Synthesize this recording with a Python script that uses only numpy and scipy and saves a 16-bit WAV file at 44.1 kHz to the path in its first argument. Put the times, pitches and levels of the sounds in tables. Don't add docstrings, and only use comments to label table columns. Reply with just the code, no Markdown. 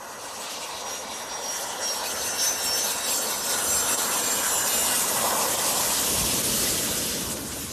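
import sys
import numpy as np
from scipy import signal
from scipy.fft import rfft, irfft
from scipy.io import wavfile
from scipy.ndimage import uniform_filter1d, map_coordinates

SR = 44100
rng = np.random.default_rng(int(sys.argv[2]) if len(sys.argv) > 2 else 0)


def transcribe(u):
    v = np.clip(np.atleast_2d(u).T, -1, 1)
    q = np.round(v * 32767).astype(np.int16)
    wavfile.write(sys.argv[1], SR, q)


N = 340452
TIME = np.arange(N) / SR
TAIL_TURN_S = 6.095

# time_s, speed_hz
FAN_SHAFT = [(0, 96.3), (.7, 94.9), (1.5, 93.2), (2.05, 91.95), (3.15, 90.95), (4.35, 89.6), (7.72, 85.2)]
# peak_s, length_s, relative_db, tone_name
FLARES = [(.3, 0.68, -54.5, "fan x2"), (.42, 0.075, -49, "stage 4"), (.92, 0.12, -40.5, "compressor"),
          (1.16, 0.08, -46, "compressor"), (1.345, 0.081, -41.5, "compressor"),
          (1.5, .12, -35, "compressor"), (1.56, 0.1, -48, "stage 4"), (1.88, .12, -32, "compressor"),
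          (2.073, 0.11, -45, "fan x2"), (2.262, 0.13, -30, "fan x2"), (2.41, 0.09, -30, "compressor"),
          (2.478, .12, -26, "fan x2"), (2.69, 0.15, -28.3, "compressor"), (2.8, 0.12, -31, "fan x2"),
          (3.145, .14, -31.5, "stage 4"), (3.152, 0.18, -41, "stage 1"), (3.505, 0.11, -40, "compressor"),
          (3.73, .12, -41, "fan x2"), (3.764, 0.11, -29, "stage 4"), (3.763, 0.12, -40, "fan x3"),
          (3.93, .08, -36, "stage 4"), (4.338, 0.088, -34, "stage 4"), (4.757, 0.1, -35, "stage 4"),
          (4.96, 0.07, -34, "fan x3")]


def undb(db):
    return 10 ** (np.asarray(db) / 20)


def curves(table):
    times, *columns = np.transpose(table)
    return [np.interp(TIME, times, column) for column in columns]


def walk(rate_hz):
    hold = max(int(SR / rate_hz), 2)
    held = np.repeat(rng.standard_normal(N // hold + 2), hold)[rng.integers(hold):][:N]
    smooth = uniform_filter1d(uniform_filter1d(held, hold), hold // 2)
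    return smooth / smooth.std()


def swell(peak_s, length_s):
    return .5 ** ((2 * (TIME - peak_s) / length_s) ** 2)


def swells(table):
    return sum(db * swell(peak_s, length_s) for peak_s, length_s, db in table)


def beam(peak_s, peak_db, rise_db_s, fall_db_s):
    return peak_db - rise_db_s * np.maximum(peak_s - TIME, 0) - fall_db_s * np.maximum(TIME - peak_s, 0)


def split(x, hz):
    below = signal.sosfiltfilt(signal.butter(2, hz, fs=SR, output="sos"), x)
    return below, x - below


def narrow_noise(phase, width_hz):
    return walk(width_hz) * np.sin(phase) + walk(width_hz) * np.cos(phase)


def coloured(x, colour, band_hz):
    hz = np.arange(N // 2 + 1) * SR / N
    points, db = np.transpose(colour)
    spectrum = rfft(x) * undb(np.interp(np.log(hz + 1), np.log(points), db))
    spectrum *= np.minimum(hz / points[0], 1) ** 2 * np.minimum(points[-1] / (hz + 1), 1) ** 2
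    inside = spectrum[(hz > band_hz[0]) & (hz < band_hz[1])]
    return spectrum * N / np.sqrt(2 * np.sum(abs(inside) ** 2)), hz


def turbulence(x, colour, band_hz, churn_db, churn_hz):
    spectrum, hz = coloured(x, colour, band_hz)
    octave = np.clip(np.log2((hz + 1) / 60), 0, 6)
    out = 0
    for k in range(7):
        layer = irfft(spectrum * np.maximum(1 - abs(octave - k), 0), N)
        out = out + layer * undb(churn_db * np.minimum(walk(churn_hz), 1.3))
    return out


def doppler(speed_m_s=65.6, closest_m=49.9, abeam_s=5.63):
    mach = speed_m_s / 343
    along_m = speed_m_s * (TIME - abeam_s)
    squeeze = 1 - mach ** 2
    return (1 - mach * along_m / np.sqrt(along_m ** 2 + squeeze * closest_m ** 2)) / squeeze


def tail_turn(length_s=.31):
    return np.clip((TIME - TAIL_TURN_S) / length_s + .5, 0, 1)


def over_snow(x, soft_hz):
    # time_s, lag_ms, strength
    bounce = [(0, 0.55, 0.2), (.9, 0.64, 0.22), (1.7, 0.78, 0.36), (2.3, 0.85, 0.34), (3.6, 0.92, 0.09),
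              (4.5, 1.5, 0.05), (5.3, 2.5, 0), (6.2, 2.2, 0.06), (7.7, 1.6, 0.02)]
    lag_ms, strength = curves(bounce)
    dull = signal.sosfiltfilt(signal.butter(1, soft_hz, fs=SR, output="sos"), x)
    return x - strength * np.interp(TIME - lag_ms / 1000, TIME, dull)


def falling_whistle():
    # time_s, pitch_hz, level_db
    slide = [(5.4, 8750, -70), (5.6, 8400, -41.5), (5.83, 7400, -37.5), (6.07, 6700, -40), (6.3, 6100, -47),
             (6.7, 5700, -90)]
    hz, db = curves(slide)
    return undb(db) * narrow_noise(2 * np.pi * np.cumsum(hz) / SR, width_hz=320)


def blade_noise(uneven_db, lobe_rate_hz):
    shaft_hz = curves(FAN_SHAFT)[0] * doppler()
    order = np.arange(N // 2 + 1) * SR / N / shaft_hz.max()
    shares = np.array([walk(lobe_rate_hz) for _ in range(4)])
    source = 0
    for share in shares / np.sqrt(np.sum(shares ** 2, axis=0)):
        lines = np.minimum(rng.standard_normal(800), 1.6)
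        ripple_db = uneven_db * np.interp(order, np.arange(800) / 2, lines)
        lobe = irfft(rfft(rng.standard_normal(N)) * undb(ripple_db), N)
        source = source + share * lobe / lobe.std()
    gliding = map_coordinates(source, [np.cumsum(shaft_hz / shaft_hz.max())], order=3, mode="wrap")
    rippled = np.interp(TIME, [1.5, 3, 4.8, 5.7], [.55, .85, .9, .3])
    return np.sqrt(rippled) * gliding + np.sqrt(1 - rippled) * rng.standard_normal(N)


def intake_buzz():
    # frequency_hz, relative_db
    colour = [(900, -10), (1200, 4.5), (1450, 7), (1680, 3.5), (1850, 1.5), (2000, 5), (2200, -20),
              (2600, -29), (4000, -68)]
    # time_s, relative_db
    ride = [(0.15, -45), (1.35, -44), (2.1, -39.5), (3.45, -39), (3.8, -36.5), (4.22, -39), (4.48, -34.5),
            (4.85, -39), (6.73, -42), (7.65, -48.5)]
    blades = blade_noise(uneven_db=7.5, lobe_rate_hz=5)
    buzz = turbulence(blades, colour, band_hz=(1300, 2000), churn_db=2.86, churn_hz=30)
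    return buzz * undb(curves(ride)[0] - 1)


def engine_hiss(flutter_db, patchy_db):
    # frequency_hz, relative_db
    colour = [(1500, -11.5), (2250, -4), (2850, 0), (3500, 0.5), (4300, -0.43), (5200, 1.5), (6300, 3),
              (7200, 2.5), (8200, 3), (9500, 1.5), (11500, 1), (13000, -1.5), (14500, -4)]
    # time_s, body_relative_db, top_relative_db
    rides = [(0, -53.5, -53.5), (.5, -40, -48.5), (1.38, -43, -49.5), (1.58, -40.5, -40),
             (1.76, -41, -45.5), (1.92, -39.5, -40), (2.8, -36.5, -34.5), (3.45, -37.5, -33.5),
             (4.2, -36, -32.5), (4.85, -35, -29.5), (5.4, -35.5, -31.5), (5.75, -32.5, -30),
             (6.7, -33.5, -30), (7.15, -35, -34.5), (7.4, -43.5, -39), (7.72, -45, -41.5)]
    body_db, top_db = curves(rides)
    centres_hz = np.geomspace(2200, 13000, 11)
    top_shares = np.interp(centres_hz, [4080, 6060, 10700, 13000], [0, .4, 1, 1.12])
    spectrum, hz = coloured(blade_noise(uneven_db=8, lobe_rate_hz=9), colour, band_hz=(2500, 5000))
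    unrest = np.interp(TIME, [0, 3, 4.8, 6.5, 7.5], [.55, .9, .5, .42, .65])
    common_db = flutter_db * walk(46)
    focus_db = 1.4 * sum(swell(peak_s, length_s) for peak_s, length_s, _, _ in FLARES)
    out = 0
    for weights, top_share in zip(np.eye(len(centres_hz)), top_shares):
        band = irfft(spectrum * np.interp(hz, centres_hz, weights), N)
        tilt_db = top_share * (top_db - body_db - 3)
        air_db = unrest * (common_db + patchy_db * walk(36))
        out = out + band * undb(body_db + focus_db + tilt_db + air_db)
    return out


def exhaust_rumble():
    # frequency_hz, relative_db
    colour = [(22, -30), (40, -11), (62, 1), (95, 0), (150, -1.2), (210, 1), (280, 1), (350, -2),
              (430, -1.5), (610, -2.5), (780, -19), (1300, -43), (2500, -56)]
    # peak_s, length_s, boost_db
    rumbles = [(2.22, 0.21, 8), (2.68, .22, 4), (3.75, 0.23, 5), (6.25, .14, 3), (6.75, 0.4, 0.5)]
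    turned = tail_turn()
    jet = turbulence(rng.standard_normal(N), colour, band_hz=(40, 170), churn_db=2, churn_hz=24)
    deep, upper = split(jet, hz=128)
    dark, bright = split(upper, hz=370)
    upper = dark + bright * undb(-14 * np.maximum(TIME - 7.16, 0))
    shade_db = -3 * (1 - turned)
    level_db = beam(TAIL_TURN_S, peak_db=-46.5, rise_db_s=2, fall_db_s=3) + 8 * turned
    return (deep * undb(swells(rumbles)) + upper * undb(shade_db)) * undb(level_db)


def airframe_rush():
    # frequency_hz, relative_db
    colour = [(110, -27), (165, -10), (215, -4), (270, -4), (345, -7.5), (410, -5), (490, 0.5), (630, -0.5),
              (770, -1.5), (870, 1), (935, 2.5), (1100, .5), (1250, -6.5), (1700, -50)]
    # time_s, relative_db
    ride = [(0.15, -41.5), (2.13, -36.5), (2.57, -37.5), (3.3, -35), (4.1, -32), (4.4, -34), (5.16, -33),
            (5.28, -29), (5.45, -29), (5.58, -32), (6.1, -34), (6.94, -41.5), (7.65, -43.5)]
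    rush = turbulence(rng.standard_normal(N), colour, band_hz=(420, 1150), churn_db=2, churn_hz=28)
    body, edge = split(rush, hz=770)
    surge_db = 2.5 * swell(peak_s=5.06, length_s=1.34)
    aspect_db = -.7 - 1.5 * tail_turn()
    return (body * undb(surge_db) + edge) * undb(curves(ride)[0] + aspect_db)


def blade_tone(hz, wander, fade_db, fade_hz):
    # time_s, power_share
    scatter = [(2.8, .04), (3.8, .08), (4.6, .18), (5.2, .38)]
    haze, = curves(scatter)
    phase = 2 * np.pi * np.cumsum(hz * (1 + wander * walk(45))) / SR
    wave = np.sqrt(2 * (1 - haze)) * np.sin(phase) + np.sqrt(haze) * narrow_noise(phase, width_hz=220)
    fade = walk(fade_hz)
    return wave * undb(fade_db * np.minimum(fade, .5 * fade))


def intake_whine(far_db, near_db):
    blade_tone_orders = {"buzz": 15, "fan": 27, "fan x2": 54, "fan x3": 81, "fan x4": 108, "stage 1": 40,
                         "stage 2": 60, "stage 3": 67, "stage 4": 68}
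    # time_s, blade_rate_hz
    compressor = [(0, 4717), (.96, 4652), (1.44, 4613), (2.4, 4468), (2.88, 4414), (3.5, 4365), (4.3, 4287),
                  (7.72, 4100)]
    # peak_s, relative_db, rise_db_s, fall_db_s, tone_name
    beams = [(2.7, -42.5, 5, 8, "compressor"), (3.1, -52, 8, 10, "stage 1"),
             (3.85, -38.5, 11, 15, "fan x2"), (4.6, -31.8, 11, 22, "stage 4"),
             (4.68, -35.5, 16, 20, "stage 3"), (4.95, -41, 10, 25, "stage 2"), (4.85, -36, 16, 27, "fan"),
             (4.92, -35.5, 11, 32, "fan x3"), (5.1, -42.5, 25, 30, "fan x4"), (4.5, -38.5, 20, 30, "buzz")]
    # centre_s, length_s, depth_db
    dropouts = [(1.06, 0.073, 4), (1.75, 0.072, 15), (2.14, 0.054, -1), (2.57, .05, 4), (2.96, .1, 9)]
    shaft_hz, = curves(FAN_SHAFT)
    onboard_hz = {name: order * shaft_hz for name, order in blade_tone_orders.items()}
    onboard_hz["compressor"] = curves(compressor)[0]
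    shift = doppler()
    out = 0
    for peak_s, peak_db, rise_db_s, fall_db_s, name in beams:
        hz = onboard_hz[name] * shift
        flares = sum(undb(db) * swell(s, length_s) for s, length_s, db, which in FLARES if which == name)
        gain = undb(beam(peak_s, peak_db, rise_db_s, fall_db_s)) + flares
        if name == "compressor":
            gain = gain * undb(-swells(dropouts))
        if name in ("compressor", "fan x2"):
            tone = undb(far_db) * blade_tone(hz, wander=.0005, fade_db=3, fade_hz=42)
        else:
            tone = undb(near_db) * blade_tone(hz, wander=.001, fade_db=4, fade_hz=30)
        out = out + gain * tone
    return out


def scene():
    # centre_s, length_s, depth_db
    dips = [(2.575, 0.054, 1), (3.025, 0.073, 2), (3.969, 0.015, 5.5), (5.567, 0.022, 4),
            (6.426, 0.017, 4.5)]
    roar = exhaust_rumble() + airframe_rush() + intake_buzz() + engine_hiss(flutter_db=1.36, patchy_db=3)
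    sound = over_snow(roar, soft_hz=4400) + intake_whine(far_db=.8, near_db=-1.5) + falling_whistle()
    sound = sound * undb(-swells(dips))
    return np.array([sound, sound])


def record(dry, top_hz=13750):
    return signal.sosfilt(signal.ellip(12, .1, 85, top_hz, fs=SR, output="sos"), dry)


dry = scene()
out = record(dry)
transcribe(out)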